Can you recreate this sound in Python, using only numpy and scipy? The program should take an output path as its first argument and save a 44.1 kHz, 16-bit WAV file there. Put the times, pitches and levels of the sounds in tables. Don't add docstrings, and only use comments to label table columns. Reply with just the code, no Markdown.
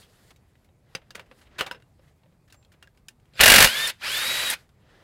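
import sys
import numpy as np
from scipy import signal
from scipy.fft import rfft, irfft, next_fast_len
from scipy.io import wavfile
from scipy.ndimage import uniform_filter1d

SR = 44100
rng = np.random.default_rng(int(sys.argv[2]) if len(sys.argv) > 2 else 0)


def master(y):
    cut = np.clip(np.atleast_2d(y).T, -1, 1)
    pcm = np.round(cut * 32767)
    wavfile.write(sys.argv[1], SR, pcm.astype(np.int16))


def ratio_of_db(decibels):
    return 10 ** (np.asarray(decibels, float) / 20)


N = 221965

EDGES = 20 * 2 ** np.arange(0, 9.7, 1 / 3)
CENTRES = np.sqrt(EDGES[1:] * EDGES[:-1])
# start in seconds, peak in dB, loudest ring in Hz.
BLOWS = [(3.4083, -3, 2830), (3.434, 0.5, 1790), (3.4577, -0.5, 2400), (3.478, -1, 2840), (3.499, 1, 2910),
         (3.518, 1.5, 3660), (3.5385, -0.5, 5470), (3.559, -1.5, 4500), (3.5816, -2, 2700),
         (3.6033, -3, 2420), (3.6235, -2, 2860), (3.6435, -5, 1950)]
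# motor bites [s], squeeze [dB per s], brake [s], rotor stops [s].
PULLS = [
    (3.408, 530, 3.876, 3.901),
    (4.03, 800, 4.503, 4.539),
]
# runs free from [s], share of top speed there [0-1], time constant [s].
SPINS = [
    (3.67, .7, .11),
    (4.03, .35, .069),
]


def rms_one(x):
    return x / np.sqrt(np.mean(x ** 2, axis=-1, keepdims=True) + 1e-20)


def at_hz(points, hz):
    table_hz, values = np.array(points)[:, 0], np.array(points)[:, 1]
    return np.interp(np.log(hz), np.log(table_hz), values)


def drift(rate, depth_db, count=1):
    r = np.exp(-80 * np.pi * rate / SR)
    noise = rng.standard_normal((count, N // 40 + 2002))
    smooth = signal.lfilter([1], [1, -2 * r, r * r], noise)[:, 2000:]
    slow = ratio_of_db(depth_db * rms_one(smooth))
    joined = slow[:, :-1, None] + np.diff(slow)[:, :, None] * np.arange(40) / 40
    return joined.reshape(count, -1)[:, :N]


def ring(clicks, hz, t60):
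    r, w = ratio_of_db(-60 / (max(t60, .002) * SR)), 2 * np.pi * hz / SR
    return signal.lfilter([0, np.sin(w)], [1, -2 * r * np.cos(w), r * r], clicks + 1e-18)


def bank(source):
    bands = []
    for k, (low, high) in enumerate(zip(EDGES, EDGES[1:])):
        sos = signal.butter(2, [low, high], "band", fs=SR, output="sos")
        bands.append(signal.sosfilt(sos, source[k % 2]))
    return np.array(bands)


def coloured(bands, spectrum, patchy_db, rate):
    gains = ratio_of_db(at_hz(spectrum, CENTRES))
    heard = gains > gains.max() / 300
    flicker = drift(rate, patchy_db, count=heard.sum())
    return rms_one(gains[heard] @ (flicker * bands[heard]))


def add(out, bands, s, peak_db, band_db, t60, rise_s, crack=0):
    i = round(s * SR)
    t = np.arange(min(SR // 9, N - i)) / SR
    swell = 1 - np.exp(-t / (rise_s + 0.026 / CENTRES[:, None]))
    decay = np.exp(-np.log(1000) * t / t60[:, None])
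    burst = ratio_of_db(band_db) @ (swell * decay * bands[:, i:i + len(t)])
    burst = burst * (1 + crack * np.exp(-t / 0.0017))
    out[i:i + len(t)] += ratio_of_db(peak_db) * burst / np.max(np.abs(burst))


def struck(table, modes, level_db, spread_db):
    at, out = [round(row[0] * SR) for row in table], np.zeros(N)
    peaks_db = np.array(table)[:, 1]
    chance = rng.standard_normal((len(at), len(modes), 2))
    for k, (hz, mode_db, t60) in enumerate(modes):
        strength = ratio_of_db(peaks_db + mode_db + level_db + spread_db * chance[:, k, 0])
        clicks = np.zeros(N)
        clicks[at] = strength * np.sign(chance[:, k, 1])
        out += ring(clicks, hz, min(t60, .085))
    return out


def parts(table):
    out, t = np.zeros(N), np.arange(SR // 8) / SR
    swell = 1 - np.exp(-t / .0008)
    for s, hz, level_db, t60 in table:
        i = round(s * SR)
        decay = ratio_of_db(level_db - 60 * t / max(t60, .005))
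        out[i:i + len(t)] += decay * swell * np.sin(2 * np.pi * hz * t)
    return out * drift(160, 4.0)[0]


def sleeve():
    # start in seconds, held for seconds, rustle in dB,
    # swish above the rustle in dB.
    moves = [(0, 0.016, -61.5, 2), (.1, 0.2, -66, -2), (.4, 0.26, -76, -4), (.95, 0.011, -64, -9),
             (1.07, .3, -71.5, -16), (1.4, .01, -63.5, -4.5), (1.56, 0.15, -57.5, -22),
             (1.8, .55, -78.5, -2), (2.03, 0.067, -71.5, -5), (2.5, .75, -84, 2.5),
             (2.85, 0.0091, -71, -13), (3.298, .1, -74.5, -14.5), (4.5, 0.11, -63, -6),
             (4.9, 0.16, -60, -17)]
    swell_db_per_s, fade_db_per_s = 120, 199.5
    swish_rest_db = -81.5
    t = np.arange(N) / SR
    rustles, swishes = [], []
    for s, held, level_db, swish_above_db in moves:
        before, after = np.maximum(s - t, 0), np.maximum(t - s - held, 0)
        shape = level_db - swell_db_per_s * before - fade_db_per_s * after
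        rustles.append(shape)
        swishes.append(shape + swish_above_db)
    return np.max(rustles, axis=0), np.max(swishes, axis=0).clip(swish_rest_db)


def background(bands):
    # frequency in Hz, level in dB per Hz.
    rumble_colour = [(12, -42), (20, -14), (70, -0.5), (145, -3), (250, -14.5), (528, -18.5), (1180, -26),
                     (1700, -38.5), (1920, -25), (2500, -34), (3250, -62), (5500, -120)]
    # frequency in Hz, level in dB per Hz.
    rustle_colour = [(180, -32.5), (300, -3), (730, -7.5), (975, -12), (1050, -10.5), (1820, -7.5),
                     (2260, -15), (2620, -11), (6000, -28.5), (7800, -48.5), (13200, -120)]
    # frequency in Hz, level in dB per Hz.
    swish_colour = [(2350, -27), (4000, -0.5), (6070, -10), (6470, -1), (7400, -4), (12400, -6.5),
                    (16000, -15.5)]
    hiss_db = -85
    rustle_db, swish_db = sleeve()
    rumble_db = -61 + 0.12 * np.maximum(rustle_db + 80.5, 0)
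    rumble = ratio_of_db(rumble_db) * coloured(np.roll(bands, N // 3, axis=1), rumble_colour, 2.2, 8)
    moved, grain = np.roll(bands, N // 2, axis=1), drift(25, 0.5)[0]
    rustle = ratio_of_db(rustle_db) * coloured(moved, rustle_colour, 1.8, 14)
    swish = ratio_of_db(swish_db) * coloured(moved, swish_colour, 1.5, 15)
    return rumble + grain * (rustle + swish) + ratio_of_db(hiss_db) * rng.standard_normal(N)


def contacts(bands, table, rise_s, crack, ring_db):
    # frequency in Hz, level in dB per Hz.
    knock_colour = [(100, -16), (300, -17), (600, -8), (1500, 2.5), (3000, 4), (5000, 1), (9000, -3.5),
                    (16000, -11.5)]
    # frequency in Hz, time to fall 60 dB in seconds.
    knock_decay = [(300, 0.052), (790, 0.07), (2090, 0.04), (5510, 0.041)]
    plate_hz = 526
    out = np.zeros(N)
    treble = np.clip(np.log2(CENTRES / 3000), 0, 1)
    bass = np.clip(np.log2(1000 / CENTRES), 0, 1)
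    click = np.arange(4000) == 0
    for s, peak_db, hz, weight, factor in table:
        treble_db, bass_db = -2 - 32.5 * weight, -32.5 + 33.5 * weight
        hollow_db = 5.5 * np.exp(-(np.log2(CENTRES / hz) / 0.48) ** 2)
        tilt_db = treble * (treble_db + 14.5) + bass * (bass_db + 24.5)
        colour_db = at_hz(knock_colour, CENTRES) + tilt_db + hollow_db
        t60 = at_hz(knock_decay, CENTRES) * np.clip(factor, .3, 4)
        add(out, bands, s, peak_db + 0.029, colour_db, t60, rise_s, crack)
        i = round(s * SR)
        out[i:i + 4000] += ratio_of_db(peak_db + ring_db) * ring(click, hz, .024)
        out[i:i + 4000] += ratio_of_db(peak_db + ring_db + bass_db - 0.5) * ring(click, plate_hz, 0.094)
    return out


def knocks(bands):
    # start in seconds, peak in dB, main ring in Hz,
    # weight from 0 thin to 1 heavy, length factor.
    scuffs = [(0.018, -46.5, 3330, 0.57, 4.8), (0.305, -44, 1920, 0.46, 0.86), (0.312, -51, 1060, 1, 0.65),
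              (1.149, -29, 1600, 0.74, 1), (1.174, -41.5, 1570, 1, 2.5), (1.412, -46.5, 1430, 0.48, 2.8),
              (1.583, -25.5, 1500, 0.59, 1.9), (1.589, -25, 2700, 0.66, 3.1), (1.624, -40, 1640, 0.82, 3.4),
              (1.662, -28.5, 1240, 0.65, 1.6), (2.499, -52, 4020, .49, 1.3),
              (2.542, -48.5, 810, 0.57, 0.67), (2.718, -51.5, 1740, 0.35, 1.3),
              (3.997, -52.5, 4030, .4, 3.6), (4.009, -40.5, 2000, .6, 3)]
    # start in seconds, peak in dB, main ring in Hz, weight 0-1.
    grip_ticks = [(0.361, -51.5, 2230, 0.17), (0.554, -54.5, 1930, 0.86), (0.646, -56, 2240, 0.3),
                  (0.689, -55.5, 824, 1), (1.8, -55, 1850, .64), (1.994, -53.5, 566, 1.06),
                  (2.234, -58, 1010, 0.8), (2.259, -64, 630, 1), (2.324, -59.5, 958, 1),
                  (2.627, -57, 4030, 0.65), (2.648, -54.5, 4130, 0.4), (2.948, -61, 1780, .52),
                  (2.974, -54, 2670, 0.4), (3.199, -59, 2200, 0.3), (3.255, -58, 905, 0.5),
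                  (4.691, -54, 1390, 0.5)]
    # start in seconds, peak in dB, main ring in Hz,
    # weight from 0 thin to 1 heavy, length factor.
    socket_knocks = [(0.95, -19, 2290, 0.64, 1.67), (1.106, -35.5, 4840, 0.49, 1.4),
                     (1.153, -30.5, 1930, 0.29, 1.8), (1.195, -33, 1520, 0.69, 2),
                     (1.313, -40.5, 1160, 0.95, 2.1), (1.6085, -13, 1170, 0.67, 1.3),
                     (1.712, -22.5, 1460, 0.63, 2), (1.746, -41, 1540, .98, 3.1),
                     (1.823, -50, 1800, 0.58, .66), (2.524, -42.5, 1570, 0.23, 2.4),
                     (2.826, -38.5, 1400, 0.48, 1.5), (2.873, -47.5, 1580, 0.58, 0.84),
                     (3.084, -31.5, 3060, 0.022, 1.2), (3.336, -48, 4200, 0.82, 1.4),
                     (3.355, -48.5, 4800, 1, 1.2)]
    # start in seconds, peak in dB, main ring in Hz, weight 0-1.
    grazes = [(1.016, -50.5, 1600, 0.95), (1.259, -57, 1700, .55), (1.386, -56, 2200, 0.4),
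              (1.453, -57, 2100, 0.8), (1.468, -53, 2030, 0.76), (1.511, -52, 891, 1),
              (2.039, -64, 2500, 0.6), (2.079, -59, 1970, .55), (2.477, -54.5, 1790, 0.4),
              (2.736, -53, 1790, 0.84), (2.844, -72, 1500, .3), (3.104, -57, 840, 0.5)]
    # frequency in Hz, level in dB, time to fall 60 dB in seconds.
    socket_modes = [(917, -5.5, 0.028), (1361, -11.5, 0.068), (1520, 1, 0.053), (1790, -3.5, 0.052),
                    (2103, -5.5, 0.014), (2290, -3.5, 0.024), (2670, -6.5, 0.083), (2800, -5, 0.078),
                    (3240, -12.5, 0.035), (3600, -13.5, 0.045), (3800, -1, 0.041), (4140, -10, 0.043),
                    (4530, -12.5, 0.041), (5250, -4, 0.02), (5840, -17, .04), (6890, -17, 0.031)]
    tick_length, graze_length = 1.8, 1.4
    hard = socket_knocks + [row + (tick_length,) for row in grip_ticks]
    gliding = scuffs + [row + (graze_length,) for row in grazes]
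    sharp = contacts(bands, hard, rise_s=.0004, crack=2.0, ring_db=-7)
    soft = contacts(bands, gliding, rise_s=.004, crack=0, ring_db=-20)
    rings = struck(hard, socket_modes, -21.0, 5.9) + struck(gliding, socket_modes, -22.0, 4.0)
    return sharp + soft + rings


def loose_parts():
    # start in seconds, pitch in Hz, level in dB,
    # time to fall 60 dB in seconds.
    knocked = [(.032, 3300, -52, .05), (.9503, 2720, -25, 0.016), (.951, 4900, -31.5, 0.033),
               (.951, 6140, -35, 0.032), (.951, 170, -43, 0.088), (1.107, 1685, -42, 0.028),
               (1.1065, 4880, -42, .015), (1.15, 2840, -43, .044), (1.154, 198, -47, 0.092),
               (1.196, 2350, -46, .04), (1.59, 4130, -33, .04), (1.59, 5300, -38, .04),
               (1.609, 3000, -21.5, 0.028), (1.609, 1700, -24, 0.022), (1.667, 2290, -36, .06),
               (1.665, 3630, -43, 0.079), (1.713, 975, -33, 0.077), (1.714, 2770, -37, .06),
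               (1.714, 5190, -39, 0.045), (1.748, 2800, -52, .08), (1.75, 5250, -56, 0.05),
               (1.712, 1500, -29, 0.014), (2.075, 1960, -65, .1), (2.236, 900, -57.5, 0.035),
               (2.258, 600, -55, 0.045), (2.478, 1730, -61, 0.064), (2.628, 2550, -64, .08),
               (2.648, 3280, -66, .08), (2.718, 1750, -61, .07), (2.841, 1460, -54.5, 0.028),
               (2.841, 2600, -60, .03), (2.8735, 1620, -43, 0.026), (3.0845, 5020, -36.5, 0.017),
               (3.0845, 6920, -43, 0.018), (3.085, 9450, -44, 0.024), (3.086, 2480, -39, 0.018),
               (3.324, 1710, -57, 0.014), (3.336, 4113, -53.5, .012), (3.355, 4860, -50.5, .02),
               (3.879, 5400, -25.5, 0.04), (3.887, 4340, -23, 0.053), (3.886, 2520, -27, .04),
               (3.932, 3620, -60, .2), (3.085, 1610, -45.5, 0.028), (4.503, 3300, -23.5, 0.032),
               (4.501, 1760, -22.5, 0.032), (4.513, 5000, -29, 0.033), (4.504, 9530, -22, .04),
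               (4.526, 1710, -31.5, 0.037), (4.535, 2490, -27, 0.038)]
    # start in seconds,
    # pitch in Hz, # level in dB, time to fall 60 dB in seconds.
    motor_rings = [(3.372, 2800, -50, .2), (3.368, 1500, -54.5, .2), (4.012, 2500, -48.5, .1),
                   (4.03, 2520, -27, 0.096), (4.034, 1750, -34, .06), (4.056, 2300, -38, .06),
                   (4.056, 4700, -29, .07), (4.066, 5150, -29, 0.054), (4.082, 5600, -35, .05),
                   (4.158, 4900, -38, .06), (4.502, 12000, -28, .04), (4.172, 13200, -34, .02),
                   (3.674, 10500, -28, .02)]
    return parts(knocked + motor_rings)


def chopper():
    # on in seconds, off in seconds, level in dB.
    touches = [
        (2.515, 2.655, -70),
        (3.336, 3.366, -71),
        (3.932, 3.991, -84),
    ]
    switch_hz = 7380
    t, on = np.arange(N) / SR, 0
    for start, stop, level_db in touches:
        times = [start, .6 * start + .4 * stop, stop, stop + 0.0038]
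        on = on + ratio_of_db(level_db) * np.interp(t, times, [0, 1.4, 0.41, 0.033])
    tone = np.sin(2 * np.pi * switch_hz * t) + ratio_of_db(-19) * np.sin(4 * np.pi * switch_hz * t)
    return on * drift(12, 2.5)[0] * tone


def hammer(bands):
    # start in seconds, peak in dB, loudest ring in Hz.
    cam = [(3.3938, -17, 2535), (3.400, -8, 1520), (3.405, -4, 2850), (3.4201, -9.5, 1592),
           (3.428, -6, 1620), (3.445, -8.5, 1594), (3.4726, -7, 2790), (3.4846, -8, 2848),
           (3.493, -6, 1767), (3.512, -9, 1600), (3.530, -8, 1583), (3.5516, -5, 1607), (3.566, -8, 2600),
           (3.576, -12.5, 1600), (3.587, -8, 3013), (3.597, -11, 2300), (3.61, -10, 1997),
           (3.618, -7, 2394), (3.6368, -5.5, 1820), (3.650, -10.5, 2440), (3.659, -14, 1600),
           (3.672, -11.5, 2806), (3.684, -21.5, 2820)]
    # frequency in Hz, level in dB,
    # time to fall 60 dB in seconds.
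    steel = [(507, -16, .08), (1300, -16, 0.078), (1535, -6, .06), (1629, -3.5, 0.095), (1778, -1.5, 0.093),
             (1995, -9, 0.052), (2375, -1.5, .06), (2650, -3.5, 0.07), (2840, 2.5, 0.071),
             (3184, -10, 0.054), (3680, -3, .06), (4400, -6, 0.074), (5470, -11, 0.037), (11000, -6, .03)]
    # frequency in Hz, level in dB per Hz.
    blow_colour = [(15, -38), (25, -7.5), (74, -7), (161, -12.5), (242, -7.5), (354, -23.5), (503, -4),
                   (1130, -7), (1650, 2), (2840, -2.5), (3430, -6.5), (3720, -0.5), (6560, -9.5),
                   (11300, -9), (16000, -18)]
    # frequency in Hz, time to fall 60 dB in seconds.
    blow_decay = [(30, .1), (300, .085), (1500, .057), (4000, .056), (10000, .07)]
    out = struck(BLOWS, steel, -15, 4.0) + struck(cam, steel[1:10], -16, 4.0)
    treble = np.clip(np.log2(CENTRES / 3500), 0, 1)
    colour_db, decay = at_hz(blow_colour, CENTRES), at_hz(blow_decay, CENTRES)
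    for s, peak_db, _ in BLOWS:
        treble_db = 0.5 - 10 * (s - BLOWS[0][0])
        add(out, bands, s, peak_db + 6.5, colour_db + treble * treble_db, .75 * decay, rise_s=.0006)
    for s, peak_db, _ in cam:
        dull_db = max(18.5 - 60.5 * (s - cam[0][0]), 6.0)
        add(out, bands, s, peak_db, colour_db - dull_db * treble, .45 * decay, rise_s=.0008)
    ring_s = .022
    blow_rings = parts([(s, hz, peak_db - 6, ring_s) for s, peak_db, hz in BLOWS])
    cam_rings = parts([(s, hz, peak_db - 4, ring_s) for s, peak_db, hz in cam])
    return out + blow_rings + cam_rings


def rotor(pull, spin):
    top_mesh_hz, let_go_s, sag_hz = 3915, .05, 200
    brake = pull[2]
    free_from, start_share, time_constant = spin
    t = np.arange(N) / SR
    eased = np.clip((t - brake) / let_go_s + 1, 0, 1) ** 2
    missing = (1 - start_share) * np.exp(-np.maximum(t - free_from, 0) / time_constant)
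    return 1 - missing - eased * sag_hz / top_mesh_hz


def effort(top_db, follows, shaken_db, stop_rate, echo_db, echo_rate, lag_s):
    first_share, grows_s, fade_s = .55, .1, 0.072
    t, out = np.arange(N) / SR, 0
    first, last = BLOWS[0][0], BLOWS[-1][0]
    shaken = np.interp(t, [first - .012, first, first + grows_s, last, last + fade_s],
                       [0, first_share, 1, 1, 0])
    for pull, spin in zip(PULLS, SPINS):
        bite, squeeze, _, stop = pull
        rise = squeeze * np.minimum(t - bite - lag_s, 0)
        after = np.maximum(t - stop, 0)
        fall = np.maximum(-stop_rate * after, echo_db - echo_rate * after)
        out = out + rotor(pull, spin) ** follows * ratio_of_db(top_db + shaken_db * shaken + rise + fall)
    return out


def gear_ticks():
    hits = rng.random((2, N)) < 4000 / SR
    strength = ratio_of_db(2.0 * np.minimum(rng.exponential(1, (2, N)), 4))
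    return hits * strength * rng.choice([-1, 1], (2, N))


def gears(ticks):
    # frequency in Hz, level in dB per Hz.
    rattle_colour = [(18, -55.5), (30, -28), (230, -20), (380, -25), (544, -5.5), (748, -16), (801, -10),
                     (1130, -7.5), (1260, -6), (1780, -2), (3650, -4), (4440, -6), (7000, -23),
                     (9100, -53.5), (15400, -120)]
    # frequency in Hz, width in Hz, level in dB.
    housing = [(1560, 160, -13), (1740, 260, -13), (2450, 200, -9), (3060, 90, -13), (541.6, 60, -8.5)]
    # level at top speed in dB, dB per dB of speed, dB added by the blows,
    # stop in dB per second, echo in dB, echo fade in dB per second.
    gear_law = (-28, 1.02, 10.5, 881, -14.5, 328)
    rattle = coloured(bank(ticks), rattle_colour, 2.0, 30)
    shell = sum(ratio_of_db(level_db) * rms_one(ring(ticks[0], hz, 2.4 / width)) for hz, width, level_db in housing)
    return effort(*gear_law, lag_s=-.004) * rms_one(rattle + 0.33 * shell)


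def fan(bands, ticks):
    # frequency in Hz, level in dB per Hz.
    air_colour = [(2940, -21.5), (5000, 1), (5840, -6.5), (7860, -1), (8920, -4.5), (10500, 2.5),
                  (12000, -5.5), (14200, -13.5), (15400, -11.5), (16000, -16)]
    # frequency in Hz, width in Hz, level in dB.
    vents = [(6770, 140, -1.5), (7640, 95, -1.5), (8070, 58, -3), (8620, 80, -7), (9800, 52, -2.5),
             (10400, 110, 1.5), (11100, 230, -3)]
    # level at top speed in dB, dB per dB of speed, dB added by the blows,
    # stop in dB per second, echo in dB, echo fade in dB per second.
    fan_law = (-34, 1.5, 14.5, 1250, -24, 220)
    slots = 0
    for hz, width, level_db in vents:
        slots = slots + ratio_of_db(level_db) * rms_one(ring(ticks[1], hz, 3.2 / max(width, 60)))
    air = coloured(bands[:, ::-1], air_colour, 1.1, 30) + 0.39 * rms_one(slots)
    return effort(*fan_law, lag_s=.004) * rms_one(air)


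def whine(pull, spin, mesh, sides):
    # frequency in Hz, level in dB.
    case = [(800, -16), (1300, -3), (1800, 0), (2100, -4), (2450, 2), (2800, -3), (3100, 1), (3350, -2.5),
            (3650, -3), (3900, -2), (4300, -6), (5000, 6), (5600, 3), (6200, -6), (7200, 4), (7800, 2)]
    t, (s, hz, level_db) = np.arange(N) / SR, np.transpose(mesh)
    free_from, brake = spin[0], pull[2]
    on = np.interp(t, [free_from - .01, free_from, brake - .004, brake + 0.0019], [0, 1, 1, 0])
    pitch = uniform_filter1d(np.interp(t, s, hz), size=900)
    gaining = np.gradient(rotor(pull, spin)) * SR

    def chatter(cruise_db, gained_db, start):
        return ratio_of_db(cruise_db + gained_db * np.clip(gaining - start, 0, 1))

    above, below, fifth = chatter(-15, 11, 3.2), chatter(-2.5, 1.5, 2.1), chatter(-24, 23, 7.3)
    phase = 2 * np.pi * np.cumsum(pitch * drift(60, .025)[0]) / SR
    steady, broken = drift(60, 1.8, count=2), drift(70, 3, count=2) - .2
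    upper, half = ratio_of_db(sides[0]), ratio_of_db(sides[1])
    lines = [(.5, half * below * steady[1]), (2, upper * above * broken[0]), (3 / 2, upper * fifth * broken[1])]
    tone = sum(gain * ratio_of_db(at_hz(case, k * pitch)) * np.sin(k * phase) for k, gain in lines)
    main = np.sqrt(2) * ratio_of_db(np.interp(t, s, level_db)) * steady[0] * np.sin(phase)
    return on * (tone + main)


def whines():
    # time in seconds, pitch in Hz, level in dB.
    meshes = [
        [(3.67, 2740, -30), (3.704, 3060, -31), (3.755, 3380, -37), (3.772, 3450, -29), (3.81, 3570, -35),
         (3.835, 3635, -26), (3.855, 3660, -28), (3.88, 3470, -34)],
        [(4.03, 1368, -44), (4.046, 1864, -39), (4.07, 2481, -35), (4.108, 3101, -34), (4.148, 3458, -34),
         (4.212, 3720, -33), (4.304, 3855, -30.5), (4.442, 3925, -35), (4.505, 3740, -30)],
    ]
    # upper partials in dB, half tone in dB.
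    sides_db = [(-30, -28), (-38, -33)]
    return sum(map(whine, PULLS, SPINS, meshes, sides_db))


def clacks(bands):
    # start in seconds, peak in dB, ring in Hz.
    snaps = [
        (3.873, -20.5, 9440),
        (3.8814, -30.5, 8410),
        (4.174, -24.5, 12350),
        (4.5003, -16, 10200),
        (4.509, -23, 8320),
    ]
    out = np.zeros(N)
    colour_db = -5.0 * np.abs(np.log2(CENTRES / 7000))
    for s, peak_db, hz in snaps:
        add(out, bands, s, peak_db, colour_db, 0.04 + 0 * CENTRES, rise_s=.001)
        i = round(s * SR)
        out[i:i + 4000] += ratio_of_db(peak_db - 1.0) * ring(np.arange(4000) == 0, hz, 0.026)
    return out


def garage(x, t60):
    size = next_fast_len(N + SR)
    hz = np.arange(size // 2 + 1) * SR / size
    decay = t60 / (1 + hz / 6000)
    response = 0
    for k, lag in enumerate(rng.uniform(.012, .04, 10)):
        loop = ratio_of_db(-60 * lag / decay) * np.exp(-2j * np.pi * hz * lag)
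        response = response + (-1) ** k * loop / (1 - loop)
    return irfft(rfft(x, size) * response, size)[:N]


def scene():
    bands = bank(rng.standard_normal((2, N)))
    ticks = gear_ticks()
    handling = knocks(bands) + loose_parts()
    motor = gears(ticks) + fan(bands, ticks) + whines() + clacks(bands)
    tool = handling + hammer(bands) + motor
    room = garage(tool, t60=.28)
    return (tool + ratio_of_db(-33) * room + chopper() + background(bands))[None]


def roll_off(x):
    return signal.sosfilt(signal.butter(12, 15850, fs=SR, output="sos"), x)


def record(dry):
    flat = dry / (1 + np.abs(dry / .57) ** 4) ** (1 / 4)
    low_pass = signal.ellip(10, .5, 60, 15850, fs=SR, output="sos")
    return roll_off(signal.sosfilt(low_pass, flat))


dry = scene()
out = record(dry)
master(out)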